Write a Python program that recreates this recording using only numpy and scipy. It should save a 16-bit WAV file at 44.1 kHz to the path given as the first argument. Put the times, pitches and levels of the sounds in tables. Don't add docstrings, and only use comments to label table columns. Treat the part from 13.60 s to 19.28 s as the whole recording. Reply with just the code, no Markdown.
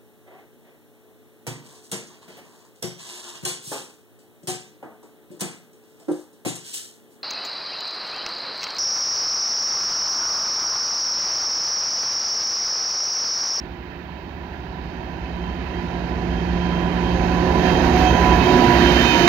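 import sys
import numpy as np
from scipy import signal
from scipy.fft import rfft, irfft, next_fast_len
from scipy.io import wavfile
from scipy.ndimage import uniform_filter1d

SR = 44100
rng = np.random.default_rng(int(sys.argv[2]) if len(sys.argv) > 2 else 0)


def put_to_file(sound):
    columns = np.atleast_2d(sound).T
    safe = np.clip(columns, -1, 1)
    whole_steps = np.round(safe * 32767)
    wavfile.write(sys.argv[1], SR, whole_steps.astype(np.int16))


def invert_db(level):
    return 10 ** (np.asarray(level, dtype=float) / 20)


N = 250488
T = np.arange(N) / SR
SIZE = next_fast_len(N + SR // 10)
HZ = np.arange(SIZE // 2 + 1) * SR / SIZE + 1e-3

SPEED_M_S, TRACK_M, SOUND_M_S = 14, 8, 343
FIRST_THROB_S = .019
SHAFT_PER_BLADE = .186
TOP_HZ = 15780

# pitch on approach in Hz, time it draws level in seconds.
EXHAUST_AT, FAN_AT, GEAR_AT = (61.09, 5.28), (176.3, 5.82), (250, 5.4)
AXLE_AT, GEAR_REAR_AT = (371, 5.16), (964, 7)
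TURBO_AT, TURBO_REAR_AT = (3178, 5.64), (3113, 7)

# level at 8 m in dB, loss over snow in dB/m.
EXHAUST_LINES = [
    (-15, 0.08),
    (-18.2, 0.1),
]
FAN_LINES = [
    (-9.0, 0.24),
    (-14.0, 0.13),
    (-38.5, 0.0),
]
GEAR_LINES = [
    (-22, 0.2),
    (-17.5, 0.4),
    (-16.5, 0.27),
]
AXLE_LINES = [
    (-16, 0.38),
    (-24, 0.2),
    (-30, .41),
]
TURBO_LINES = [
    (-28.5, .27),
    (-40.5, .35),
    (-31, .15),
    (-34.5, .4),
]
GEAR_REAR_LINES = [
    (-26.5, 0.3),
]
TURBO_REAR_LINES = [
    (-38, .05),
]

# order of the four-stroke cycle, level in dB under order 11.
WEAK_ORDERS_DB = [(7, -25), (8, -17.5), (9, -11.5), (10, -18), (12, -18), (14, -37), (15, -18.5), (19, -27),
                  (28, -17.5), (29, -14.5), (40, -18), (45, -19)]

# centre in
# seconds, width in seconds, change in dB.
EXHAUST_SWELLS = [
    [(.55, .25, -10), (1.55, .12, -3), (2.7, .15, 3), (3.55, .15, 3), (4.15, .2, -3.5), (4.97, .11, -9),
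     (5.33, .07, 5), (5.59, .54, -14)],
    [(1.56, .12, 4), (2.58, .1, 0), (3.0, .12, 3), (4.97, .1, -6), (5.09, .39, -10), (5.63, .12, -18)],
]
FAN_SWELLS = [
    [(1.81, 0.066, 5), (2.95, 0.62, 7), (5.16, 0.42, -12.5), (5.61, 0.11, -20)],
    [(1.39, 0.51, -9.5), (4.12, 0.042, -10), (4.51, 0.075, -21), (4.84, 0.1, -9.5), (5.47, 0.18, -10.5)],
    [(4.24, 0.75, 17.5), (4.43, 0.086, -21), (4.92, 0.14, -18)],
]
GEAR_SWELLS = [
    [(4.26, 0.049, 9.5), (4.7, 0.13, -14), (4.95, 0.075, 7), (5.68, 0.09, -12)],
    [(2.97, 0.061, -14), (3.85, 0.08, -8), (5.32, 0.47, -16.5)],
    [(1.42, .06, -13), (2.79, .07, -5.5), (3.4, .09, -5), (3.1, .1, 3), (3.95, .12, 3), (5.2, .06, -4),
     (4.28, .14, -12), (4.65, .06, 5), (4.85, .04, -6), (5.4, .08, -14), (5.55, .05, 2), (5.68, .05, -9.5)],
]
AXLE_SWELLS = [
    [(2.48, 0.17, -13), (3.11, 0.13, -8), (4.59, 0.15, -12), (5.12, 0.055, -13), (5.44, 0.05, -13.5)],
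    [(3.65, .05, 5), (4.07, .03, 10), (4.45, .07, 11.5), (4.6, .04, -8), (4.67, .03, 6), (4.93, .04, 4),
     (5.41, .09, -14), (5.64, .05, 4.5)],
    [(3.2, .15, 5), (3.95, .15, 4), (4.55, .08, -8), (5.23, .18, -8)],
]
TURBO_SWELLS = [
    [(2.17, .08, 9.5), (2.75, .06, 12.5), (3.11, 0.12, 10.5), (3.49, .05, 9), (3.85, .04, -8),
     (4.1, .07, 11), (4.49, .04, 10), (4.63, .03, -9), (4.72, .03, 7), (4.88, .05, 4), (5.05, .03, -10),
     (5.26, 0.04, 6.5), (5.33, .012, -10), (5.41, .06, 11), (5.55, .05, 6)],
    [(3.65, .12, 9), (4.05, 0.087, 8), (4.45, .2, 9), (5.0, .07, -3), (5.6, .06, 3)],
    [(3.97, .05, -10), (4.26, .05, -13), (4.48, .07, 8), (4.8, .08, 9), (5.21, .15, -17), (5.49, .045, 12)],
    [(4.0, .07, 6), (4.44, .04, 5), (4.62, .08, -9), (4.92, .07, 5), (5.12, .06, -9), (5.5, .05, 8),
     (5.65, 0.046, -11)],
]
GEAR_REAR_SWELLS = [
    [(2.51, .07, -10), (5.3, 0.65, -18)],
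]
TURBO_REAR_SWELLS = [
    [(1.76, .2, 11), (5.2, .6, -31)],
]

# frequency in Hz, density in dB per Hz.
RUMBLE_COLOUR = [(15, -29), (25, -8.5), (60, 2.5), (81, 0), (113, 0), (181, -6.5), (243, -5), (354, -9.5),
                 (461, -18), (579, -19), (728, -14), (886, -13), (978, -9), (1060, -24), (1250, -44),
                 (1620, -50), (2750, -120)]
# level when level in dB, loss over snow in dB/m,
# time it draws level in seconds, nearest distance in m.
RUMBLE_ORIGINS = [
    (-29, 0.11, 4.75, 14.2),
    (-24, .125, 5.4, 14.8),
    (-26.5, 0.15, 5.11, 12.2),
    (-28, 0.07, 4.82, 10.4),
]
# frequency in Hz, density in dB per Hz.
ROAR_COLOUR = [(650, -21), (1100, 2.5), (1190, -1), (1700, 5.5), (2400, -3.5), (2590, -1.5), (2930, -6.5),
               (3160, -3.5), (3310, -13), (3780, -5.5), (5640, -15.5), (6380, -15), (8150, -41),
               (12400, -30), (15700, -29.5)]
# level when level in dB, loss over snow in dB/m,
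# time it draws level in seconds, nearest distance in m.
ROAR_ORIGINS = [
    (-24, 0.071, 5.5, 8.9),
    (-33.5, .11, 5.6, 7),
    (-38.5, .21, 5.75, 10),
    (-49, 0.32, 5.47, 9.1),
]

# centre in seconds, width in seconds,
# lift in dB.
JOLTS = [
    (4.09, 0.048, 3),
    (4.25, 0.033, 2.5),
    (4.41, 0.045, 3.5),
    (4.65, 0.046, 1.5),
    (4.95, 0.03, 0.5),
    (5.42, .03, 1.5),
    (5.6, .04, 1.5),
    (5.68, .003, 12),
]
# centre in seconds, width in seconds, lift in dB.
NOSE = [
    (4.05, .2, 1.6),
]

# frequency in Hz, left minus right in dB.
GLOVE_DB = [(60, -3), (110, -2.5), (200, -5.5), (380, -6.5), (700, -9), (1290, -13), (2500, -25),
            (3100, -19), (3500, -31), (5000, -33), (7000, -40), (10500, -42), (13000, -23), (16000, -22)]
# frequency in Hz, share from 0 to 1.
LIKENESS = [(60, 1), (130, 0.9), (290, 0.9), (450, 0.88), (640, 0.8), (1000, 0.26), (1410, 0.67), (3100, 0),
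            (6820, 0.13)]
# time in seconds, lag in samples.
LEFT_LAG = [(0, 7), (3.5, 6), (4.5, 3), (5.3, -4), (5.68, -6)]
# frequency in Hz, lag in samples.
GLOVE_LAG = [(86, 18), (172, 13), (258, 4), (345, -1), (470, -2), (600, 3), (800, 1), (1000, -2)]

# frequency in Hz, density in dB per Hz.
HISS_LEFT = [(2500, -30), (3500, -7), (7700, -9), (8100, -5), (10000, -4), (10300, -9), (13000, -5),
             (16000, 0)]
HISS_RIGHT = [(6000, -35), (8000, -19), (10000, -18), (10300, -21), (12800, -17), (13200, -7), (15000, 0),
              (16000, 0)]
HISS_DB = [-75, -60]


def columns(table):
    s, *rest = np.transpose(table)
    return [np.interp(T, s, c) for c in rest]


def over_hz(points):
    hz, value = np.transpose(points)
    return np.interp(np.log(HZ), np.log(hz), value)


def walk(rate_hz):
    hold = int(SR / rate_hz)
    at = np.arange(0, N, 50)
    held = rng.standard_normal(N // hold + 1)[at // hold]
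    slewed = uniform_filter1d(uniform_filter1d(held, hold // 50), hold // 50)
    return 1.3 * np.interp(np.arange(N), at, slewed)


def doppler(hz, level_s):
    ahead_m = (level_s - T) * SPEED_M_S
    mach = SPEED_M_S / SOUND_M_S
    return hz * (1 + mach * ahead_m / np.hypot(ahead_m, TRACK_M)) / (1 + mach)


def nearing(db, loss_db_m, level_s, nearest_m):
    metres = np.hypot((level_s - T) * SPEED_M_S, nearest_m)
    return db - 20 * np.log10(metres / nearest_m) - loss_db_m * (metres - nearest_m)


def swells(rows):
    t = T[::50]
    bells = [db * np.exp(-.5 * ((t - s) / max(width_s, 1e-3)) ** 2) for s, width_s, db in rows]
    return np.interp(T, t, sum(bells))


def levels(machine, lines, line_swells):
    level_s = machine[1]
    return [nearing(*line, level_s, TRACK_M) + swells(rows) for line, rows in zip(lines, line_swells)]


def tone(hz, multiples, levels_db, rough_rad, flicker_db, rate_hz, start_s=0):
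    phase = 2 * np.pi * (np.cumsum(hz) / SR - hz[0] * start_s)
    out = 0
    for k, db in zip(multiples, levels_db):
        level = np.sqrt(2) * invert_db(db + flicker_db * walk(rate_hz))
        out = out + level * np.sin(k * phase + rough_rad * walk(rate_hz))
    return out


def exhaust():
    cycle_hz = doppler(*EXHAUST_AT) / 11
    main_db, second_db = levels(EXHAUST_AT, EXHAUST_LINES, EXHAUST_SWELLS)
    order, weak_db = np.transpose(WEAK_ORDERS_DB)
    throb = tone(cycle_hz, (11, 13), (main_db, second_db), .15, .8, rate_hz=4, start_s=FIRST_THROB_S)
    weak = tone(cycle_hz, np.round(order), main_db + weak_db[:, None], 1.2, 3, rate_hz=3)
    return throb + weak


def cooling_fan():
    return tone(doppler(*FAN_AT), (1, 2, 3), levels(FAN_AT, FAN_LINES, FAN_SWELLS), .2, .7, rate_hz=6)


def generator_gear():
    return tone(doppler(*GEAR_AT), (1, 3, 4), levels(GEAR_AT, GEAR_LINES, GEAR_SWELLS), .25, .7, rate_hz=12)


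def axle_drive():
    return tone(doppler(*AXLE_AT), (1, 2, 3), levels(AXLE_AT, AXLE_LINES, AXLE_SWELLS), .7, 1, rate_hz=14)


def turbocharger():
    first_db, second_db, under_db, over_db = levels(TURBO_AT, TURBO_LINES, TURBO_SWELLS)
    lines_db = (first_db, second_db, under_db, over_db, second_db - 13, over_db - 19)
    shaft = SHAFT_PER_BLADE
    multiples = (1, 2, 1 - shaft, 1 + shaft, 2 - shaft, 2 + shaft)
    return tone(doppler(*TURBO_AT), multiples, lines_db, .3, 2, rate_hz=30)


def second_unit():
    gear_db = levels(GEAR_REAR_AT, GEAR_REAR_LINES, GEAR_REAR_SWELLS)
    turbo_db = levels(TURBO_REAR_AT, TURBO_REAR_LINES, TURBO_REAR_SWELLS)
    gear = tone(doppler(*GEAR_REAR_AT), (1,), gear_db, 1.5, 3.5, rate_hz=18)
    turbo = tone(doppler(*TURBO_REAR_AT), (1,), turbo_db, 1.2, 3, rate_hz=25)
    return gear + turbo


def broadband(colour, origins, edges_hz, flicker_db, rate_hz):
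    inside = (HZ > colour[0][0]) & (HZ < colour[-1][0])
    spectrum = rfft(rng.standard_normal((2, SIZE))) * invert_db(over_hz(colour)) * inside
    power = np.abs(spectrum[0]) ** 2
    centres = np.log([np.sqrt(lo * hi) for lo, hi in edges_hz])
    place = np.interp(np.log(HZ), centres, np.arange(len(centres)))
    shared = walk(rate_hz / 3)
    out = 0
    for k, (origin, (lo, hi)) in enumerate(zip(origins, edges_hz)):
        rms = np.sqrt(2 * power[(HZ > lo) & (HZ < hi)].sum()) / SIZE
        share = np.cos(np.pi / 2 * np.clip(place - k, -1, 1))
        band = irfft(spectrum * share, SIZE)[:, :N] / rms
        out = out + band * invert_db(nearing(*origin) + flicker_db * (walk(rate_hz) + shared))
    return out


def fading(x, depth_db, hz, seconds):
    _, _, z = signal.stft(x, nperseg=512)
    field = rng.standard_normal(z.shape)
    field = uniform_filter1d(field, max(int(hz * 512 / SR), 1), axis=1)
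    field = uniform_filter1d(field, max(int(seconds * SR / 256), 1), axis=2)
    return signal.istft(z * invert_db(depth_db * field / field.std()), nperseg=512)[1][:, :N]


def rolling_rumble():
    edges_hz = [(80, 150), (190, 332), (390, 660), (760, 977)]
    return broadband(RUMBLE_COLOUR, RUMBLE_ORIGINS, edges_hz, flicker_db=.4, rate_hz=6)


def air_roar():
    edges_hz = [(1200, 3400), (3300, 4630), (4600, 7100), (9000, 16350)]
    roar = broadband(ROAR_COLOUR, ROAR_ORIGINS, edges_hz, flicker_db=.5, rate_hz=9)
    return fading(roar * invert_db(swells(JOLTS)), depth_db=1.2, hz=200, seconds=.04)


def ports(tones, noise):
    dull = invert_db(over_hz(GLOVE_DB))
    like = np.clip(over_hz(LIKENESS), 0, 1)
    direct, scattered = irfft(rfft(noise, SIZE) * 2 / (1 + dull), SIZE)[:, :N]
    late = np.arange(N) - columns(LEFT_LAG)[0]

    def delayed(x):
        return rfft(np.interp(late, np.arange(N), x), SIZE)

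    left = delayed(tones) + like * delayed(direct) + np.sqrt(1 - like ** 2) * rfft(scattered, SIZE)
    left *= dull * np.exp(-2j * np.pi * HZ * over_hz(GLOVE_LAG) / SR)
    return np.array([irfft(left, SIZE)[:N], tones + direct])


def scene():
    tones = exhaust() + cooling_fan() + generator_gear() + axle_drive() + turbocharger() + second_unit()
    noise = invert_db(swells(NOSE)) * (rolling_rumble() + air_roar())
    return ports(tones, noise)


def roll_off(x):
    return signal.sosfilt(signal.butter(12, 15790, fs=SR, output="sos"), x)


def record(dry):
    colour = invert_db(np.array([over_hz(HISS_LEFT), over_hz(HISS_RIGHT)]))
    hiss = irfft(rfft(rng.standard_normal((2, SIZE))) * colour, SIZE)[:, :N]
    wet = dry + hiss / hiss.std(axis=1, keepdims=True) * invert_db(np.array(HISS_DB))[:, None]
    wet = signal.sosfilt(signal.butter(3, 32, "high", fs=SR, output="sos"), wet)
    wet = signal.sosfilt(signal.ellip(10, .2, 80, TOP_HZ, fs=SR, output="sos"), wet)
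    return roll_off(np.clip(wet, -1.05, 1.05))


dry = scene()
out = record(dry)
put_to_file(out)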